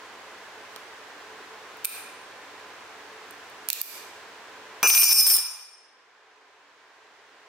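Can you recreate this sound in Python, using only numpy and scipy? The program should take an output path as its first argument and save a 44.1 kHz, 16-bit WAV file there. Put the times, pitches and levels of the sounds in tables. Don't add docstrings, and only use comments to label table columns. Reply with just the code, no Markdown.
import sys
import numpy as np
from scipy import signal
from scipy.fft import rfft, irfft, next_fast_len
from scipy.io import wavfile
from scipy.ndimage import uniform_filter1d

SR = 44100
rng = np.random.default_rng(int(sys.argv[2]) if len(sys.argv) > 2 else 0)


def to_wav(s):
    ch = np.atleast_2d(s).T
    pcm = np.round(np.clip(ch, -1, 1) * 32767)
    wavfile.write(sys.argv[1], SR, pcm.astype(np.int16))


N = 329868

# start in seconds, force in dB, ring in dB, both about the settling trend.
IMPACTS = [(4.8297, -2.5, -2.5), (4.874, 5, -0.5), (4.901, 8, -2.5), (4.906, -6, 4.5), (4.923, -10, 2),
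           (4.949, 2.5, -2.5), (4.977, 4.5, 0.5), (5.0223, 3.5, -5), (5.032, 4, 4), (5.047, -3, 1.5),
           (5.094, -3, -2), (5.119, -2, -3), (5.126, 0.5, 6.5), (5.133, -4, 1.5), (5.161, -3, 1.5),
           (5.182, -10, 7), (5.203, -1.5, 6.5), (5.213, -2.5, 2), (5.236, -9.5, -2), (5.266, 3.5, -0.5),
           (5.278, 0, -3), (5.3007, -5, 2.5), (5.31, 1.5, -3), (5.3392, -2.5, 4), (5.353, 4.5, -5.5),
           (5.371, -2, -10.5), (5.384, -3.5, -7.5)]
# frequency in Hz, weight within its family in dB, change of that weight
# on settling in dB, left minus right in dB.
PLATE_MODES = [(2406, 0, 0, -5), (2622, -11, 0, 1), (2860, -15, 0, -2), (4630, -18, 0, 1),
               (5169, -10, 13, -1), (5464, -4, 1, 6), (6068, 2, -20, 3), (6944, -18, -3, 4),
               (8518, -13, 3, 0), (8705, -15, 8, 1), (8985, -5, -2, 4), (9815, -6, -1, 3),
               (11995, -4, -3, 1), (12586, -13, 1, 1), (13020, -16, 1, -3), (13090, -11, 2, -1),
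               (14082, -6, -6, 1), (14719, -17, 0, -5), (15412, -11, 0, -4)]
FAMILY_BORDERS_HZ = [3500, 7500]
# level in dB, change on settling in dB, dB per dB of force,
# change at the first landing in dB.
MODE_FAMILIES = [(-3.5, -33.5, 0.8, 3.5), (-1, -6.5, 0, -1), (1, -3.5, 0.72, -9.5)]
# frequency in Hz, relative level in dB.
KNOCK_SPECTRUM = [(60, -23.5), (120, -21), (220, -18.5), (380, 3), (580, -4.5), (900, 3.5), (1300, 2),
                  (1700, -1), (2200, -27.5), (4000, -17)]
CLICK_SPECTRUM = [(300, -43.5), (1500, -3), (3500, 3), (7500, 3), (10000, 3), (16000, 2.5)]
# start in seconds, ring in dB, crack in dB, crack tilt in dB per octave,
# most excited frequency in Hz.
JOINT_SNAPS = [(0.7613, -39.5, -28, -6.5, 8400), (1.771, -54, -43, 0, 13020), (1.8449, -44, -21.5, 2, 9070),
               (1.8478, -11.5, -6.5, 1.5, 8900), (1.8533, -10.5, -2.5, 4.5, 8900),
               (3.3086, -40, -41, -4.5, 8700), (3.499, -45.5, -54, -0.5, 9900),
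               (3.6872, -18.5, -8.5, 0.5, 9400), (3.702, -13, 0.5, -0.5, 11600),
               (3.7301, -19, -2.5, 3, 12370), (3.8153, -4, 1, 3, 12500)]
# frequency in Hz, relative level in dB.
STRIP_MODES = [(1350, -12), (2420, -2.5), (2540, -12.5), (4450, -19), (6630, -15), (8880, -4.5),
               (11100, -22), (11600, -14), (12280, -5), (12600, 4), (14100, -1)]
# frequency in Hz, 60 dB decay time in seconds.
STRIP_DECAY = [(2400, 0.017), (4450, 0.015), (8900, 0.02), (12400, 0.0095), (14100, 0.0086)]
# frequency in Hz, relative level in dB.
CRACK_SPECTRUM = [(200, -17), (700, -29), (1400, -8), (2000, -30), (2700, 2), (6000, 1.5), (10000, -0.5),
                  (13000, 9), (16000, 2.5)]
AIR_SPECTRUM = [(25, -39.5), (60, -28), (120, -22), (200, -16.5), (300, -11.5), (420, -5.5), (600, -7),
                (800, -5), (1020, -4.5), (1250, -6.5), (1650, -5), (2200, -9), (6500, -20.5), (10000, -29),
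                (16000, -34.5)]
ROOM_SPECTRUM = [(100, -9), (1000, 8), (5000, 2.5), (9000, 1.5), (15000, 0.5)]
# frequency in Hz, level in dB.
MOTOR_TONES = [(78, -83), (96.9, -75)]
# frequency in Hz, level in dB, bandwidth in Hz.
HOUSING_MODES = [(201, -77, 10), (288.7, -70, 6.3), (1026, -60, 46), (1587, -66, 64)]
# frequency in Hz, 60 dB decay time in seconds.
ROOM_DECAY = [(200, 0.51), (1000, 1), (2500, 0.96), (5400, 0.8), (6500, 0.87), (9000, 0.69), (12500, 0.47),
              (16000, 0.37)]
# frequency in Hz, correlation from 0 to 1.
COHERENCE = [(60, 0.78), (180, 0.98), (550, 0.91), (1650, 0.64), (4970, 0.046), (15000, 0.24)]
# frequency in Hz, power density in dB (per Hz).
SUPPRESSOR_THRESHOLD = [(60, -99), (200, -91), (500, -92.5), (1500, -102), (5000, -109), (8000, -108),
                        (11000, -106), (16000, -109)]

REST_S = 5.393
KNOCK_DB, KNOCK_SETTLE_DB = -17.5, -8.5
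CLICK_DB, CLICK_SETTLE_DB = 6, -14.5
LANDING_DB = 20.5
LANDING_CUT_HZ, BOUNCE_CUT_HZ = 130, 280
FREE_T60_S, STOP_T60_S, RING_ATTACK_S = 2.5, 0.0035, 0.0028
CLICK_T60_S, KNOCK_T60_S, CRACK_T60_S = 0.016, 0.1, 0.0095
TOUCHES_PER_S, FLAT_TOUCHES_PER_S = 30, 280
SKID_RING_DB, SKID_CLICK_DB = -7.5, -9
NEAR_DB, NEAR_WIDTH = 11, 0.12
BLADE_DB, SWELL_DB, SWELL_AT_S, SWELL_WIDTH_S = -61.5, 9, 1.46, 0.31


def plate():
    out, t = np.zeros((2, N)), np.arange(SR // 5) / SR
    hz, mode_db, settle_db, pan_db = np.transpose(PLATE_MODES)
    family = np.searchsorted(FAMILY_BORDERS_HZ, hz)
    first = IMPACTS[0][0]
    ends = [row[0] for row in IMPACTS[1:]] + [REST_S]
    for (start, force_db, ring_db), end in zip(IMPACTS, ends):
        settled, landing = (start - first) / (REST_S - first), float(start == first)
        family_db = ring_db + np.array(MODE_FAMILIES) @ [1, settled, force_db, landing]
        share = amp(mode_db + settled * settle_db + 3 * rng.standard_normal(len(hz))) ** 2
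        share /= np.bincount(family, share)[family]
        level_db = family_db[family] + 10 * np.log10(share)
        beam_db = pan_db + 2.5 * rng.standard_normal(len(hz))
        stopped = fade(np.maximum(t - (end - start), 0), STOP_T60_S)
        hop = (1 - fade(t, RING_ATTACK_S)) * fade(t, FREE_T60_S) * stopped
        add(out, start, hop * ring(hz, level_db, t, beam_db, spread_rad=0.28))
        skid = skidding_edge(t, end - start, rate=TOUCHES_PER_S + FLAT_TOUCHES_PER_S * settled ** 2)
        jangle = amp(SKID_RING_DB) * skid * ring(hz, level_db, t, beam_db, spread_rad=0.45)
        add(out, start, small_source(jangle, corner_hz=401))
        touch = amp(force_db) * fade(t, CLICK_T60_S) + amp(SKID_CLICK_DB) * skid
        click = amp(CLICK_DB + CLICK_SETTLE_DB * settled) * touch * noise(CLICK_SPECTRUM, len(t))
        add(out, start, small_source(click, corner_hz=250))
        add(out, start, bench_knock(t, force_db, settled, landing))
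    return out


def skidding_edge(t, hop_s, rate):
    touches = (rng.random(len(t)) < rate / SR) * (t < hop_s)
    strength = amp(3 * rng.standard_normal(len(t)))
    return signal.fftconvolve(touches * strength, fade(t, t60=0.011))[:len(t)]


def bench_knock(t, force_db, settled, landing):
    level_db = KNOCK_DB + KNOCK_SETTLE_DB * settled + LANDING_DB * landing + force_db / 2
    knock = amp(level_db) * fade(t, KNOCK_T60_S) * noise(KNOCK_SPECTRUM, len(t))
    return small_source(knock, corner_hz=LANDING_CUT_HZ if landing else BOUNCE_CUT_HZ)


def strip():
    out, t = np.zeros((2, N)), np.arange(SR // 10) / SR
    hz, mode_db = np.transpose(STRIP_MODES)
    damping = fade(t, along(STRIP_DECAY, hz)[:, None])
    for start, ring_db, crack_db, tilt_db, centre_hz in JOINT_SNAPS:
        near = np.exp(-(np.log(hz / centre_hz) / NEAR_WIDTH) ** 2)
        level_db = mode_db + NEAR_DB * near
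        level_db -= 10 * np.log10(np.sum(amp(level_db) ** 2))
        tone = ring(hz, level_db, t, pan_db=0, spread_rad=0.35, decay=damping)
        crack = noise([(f, db + tilt_db * np.log2(f)) for f, db in CRACK_SPECTRUM], len(t))
        add(out, start, amp(ring_db) * tone + amp(crack_db) * crack * fade(t, CRACK_T60_S))
    return small_source(out, corner_hz=400)


def fan():
    t = np.arange(N) / SR
    swell = np.exp(-((t - SWELL_AT_S) / SWELL_WIDTH_S) ** 2)
    blade = amp(BLADE_DB + SWELL_DB * swell) * resonance(centre_hz=436, width_hz=13)
    housing = sum(amp(db) * resonance(hz, width) for hz, db, width in HOUSING_MODES)
    motor = sum(amp(db) * np.sqrt(2) * np.sin(2 * np.pi * (hz * t + rng.random()))
                for hz, db in MOTOR_TONES)
    air = amp(-45) * noise(AIR_SPECTRUM, N)
    return (air + blade + housing + motor) * amp([[-0.6], [0.6]])


def room(x, wet_db):
    hz, t, spectra = signal.stft(noise(ROOM_SPECTRUM, SR), SR, nperseg=256)
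    envelope = fade(t, along(ROOM_DECAY, hz)[:, None]) * (1 - fade(t, 0.03))
    tail = signal.istft(spectra * envelope, SR, nperseg=256)[1]
    tail /= np.linalg.norm(tail[0])
    return amp(wet_db) * signal.fftconvolve(x, tail, axes=1)[:, :N]


def ring(hz, db, t, pan_db, spread_rad, decay=1):
    lag = spread_rad * rng.standard_normal((len(hz), 1))
    phase = 2 * np.pi * (hz[:, None] * t + rng.random((len(hz), 1)))
    channels = [amp(db + side * pan_db / 2) @ (decay * np.sin(phase + side * lag)) for side in (1, -1)]
    return np.sqrt(2) * np.array(channels)


def noise(spectrum, size):
    def response(hz):
        angle = np.arccos(np.clip(along(COHERENCE, hz), -1, 1)) / 2
        return amp(along(spectrum, hz)) * [np.cos(angle), np.sin(angle)]
    mid, side = filtered(rng.standard_normal((2, size)), response)
    return unit(np.array([mid + side, mid - side]))


def resonance(centre_hz, width_hz):
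    peak = lambda hz: 1 / (1 + (2 * (hz - centre_hz) / width_hz) ** 2)
    return unit(filtered(rng.standard_normal(N), peak))


def small_source(x, corner_hz):
    return signal.sosfilt(signal.butter(2, corner_hz, "highpass", fs=SR, output="sos"), x)


def amp(db):
    return 10 ** (np.asarray(db) / 20)


def unit(x):
    return x / np.sqrt(np.mean(x ** 2) + 1e-20)


def along(points, hz):
    point_hz, values = np.transpose(points)
    return np.interp(np.log(hz + 1), np.log(point_hz + 1), values)


def filtered(x, response):
    size = x.shape[-1]
    padded = next_fast_len(size + 8192)
    return irfft(rfft(x, padded) * response(np.fft.rfftfreq(padded, 1 / SR)), padded)[..., :size]


def fade(t, t60):
    return np.exp(-np.log(1000) * t / t60)


def add(track, start_s, sound):
    i = round(start_s * SR)
    track[:, i:i + sound.shape[1]] += sound[:, :N - i]


def scene():
    snaps, rattle = strip(), plate()
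    snaps_in_room = snaps * amp([[-2.2], [2.2]]) + room(snaps, wet_db=-7.5) * amp([[-0.7], [0.7]])
    return snaps_in_room + rattle + room(rattle, wet_db=-9) + fan()


def gain_control(x, limit_db, slope, release_db_per_s, charge_s, recover_s):
    block = 32
    dt = block / SR
    sensed = signal.lfilter([1, -0.35], 1, x)
    power = np.abs(uniform_filter1d(np.mean(sensed ** 2, axis=0), size=96))[::block]
    excess_db = np.maximum(10 * np.log10(power + 1e-12) - limit_db, 0)
    fast, slow, cut_db = 0, 0, []
    for need in slope * excess_db:
        fast = max(need, fast - release_db_per_s * dt)
        slow += (fast - slow) * dt / charge_s if need > slow else -slow * dt / recover_s
        cut_db.append(max(fast, slow))
    smooth_db = uniform_filter1d(cut_db, size=3)
    return x * amp(-np.interp(np.arange(N), np.arange(len(cut_db)) * block, smooth_db))


def noise_suppressor(x):
    hz, _, spectra = signal.stft(x, SR, nperseg=1024, scaling="psd")
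    power = 2 * np.mean(np.abs(spectra) ** 2, axis=0)
    power = uniform_filter1d(power, size=3, axis=0)
    power = np.abs(uniform_filter1d(power, size=9, axis=1))
    gain = np.sqrt(power / (power + amp(along(SUPPRESSOR_THRESHOLD, hz))[:, None] ** 2))
    return signal.istft(spectra * gain, SR, nperseg=1024, scaling="psd")[1][:, :N]


def record(dry):
    held = gain_control(dry, limit_db=-17.5, slope=0.9, release_db_per_s=96.5, charge_s=0.3, recover_s=3.36)
    return filtered(noise_suppressor(held), lambda hz: np.clip((16050 - hz) / 300, 0, 1))


dry = scene()
out = record(dry)
to_wav(out)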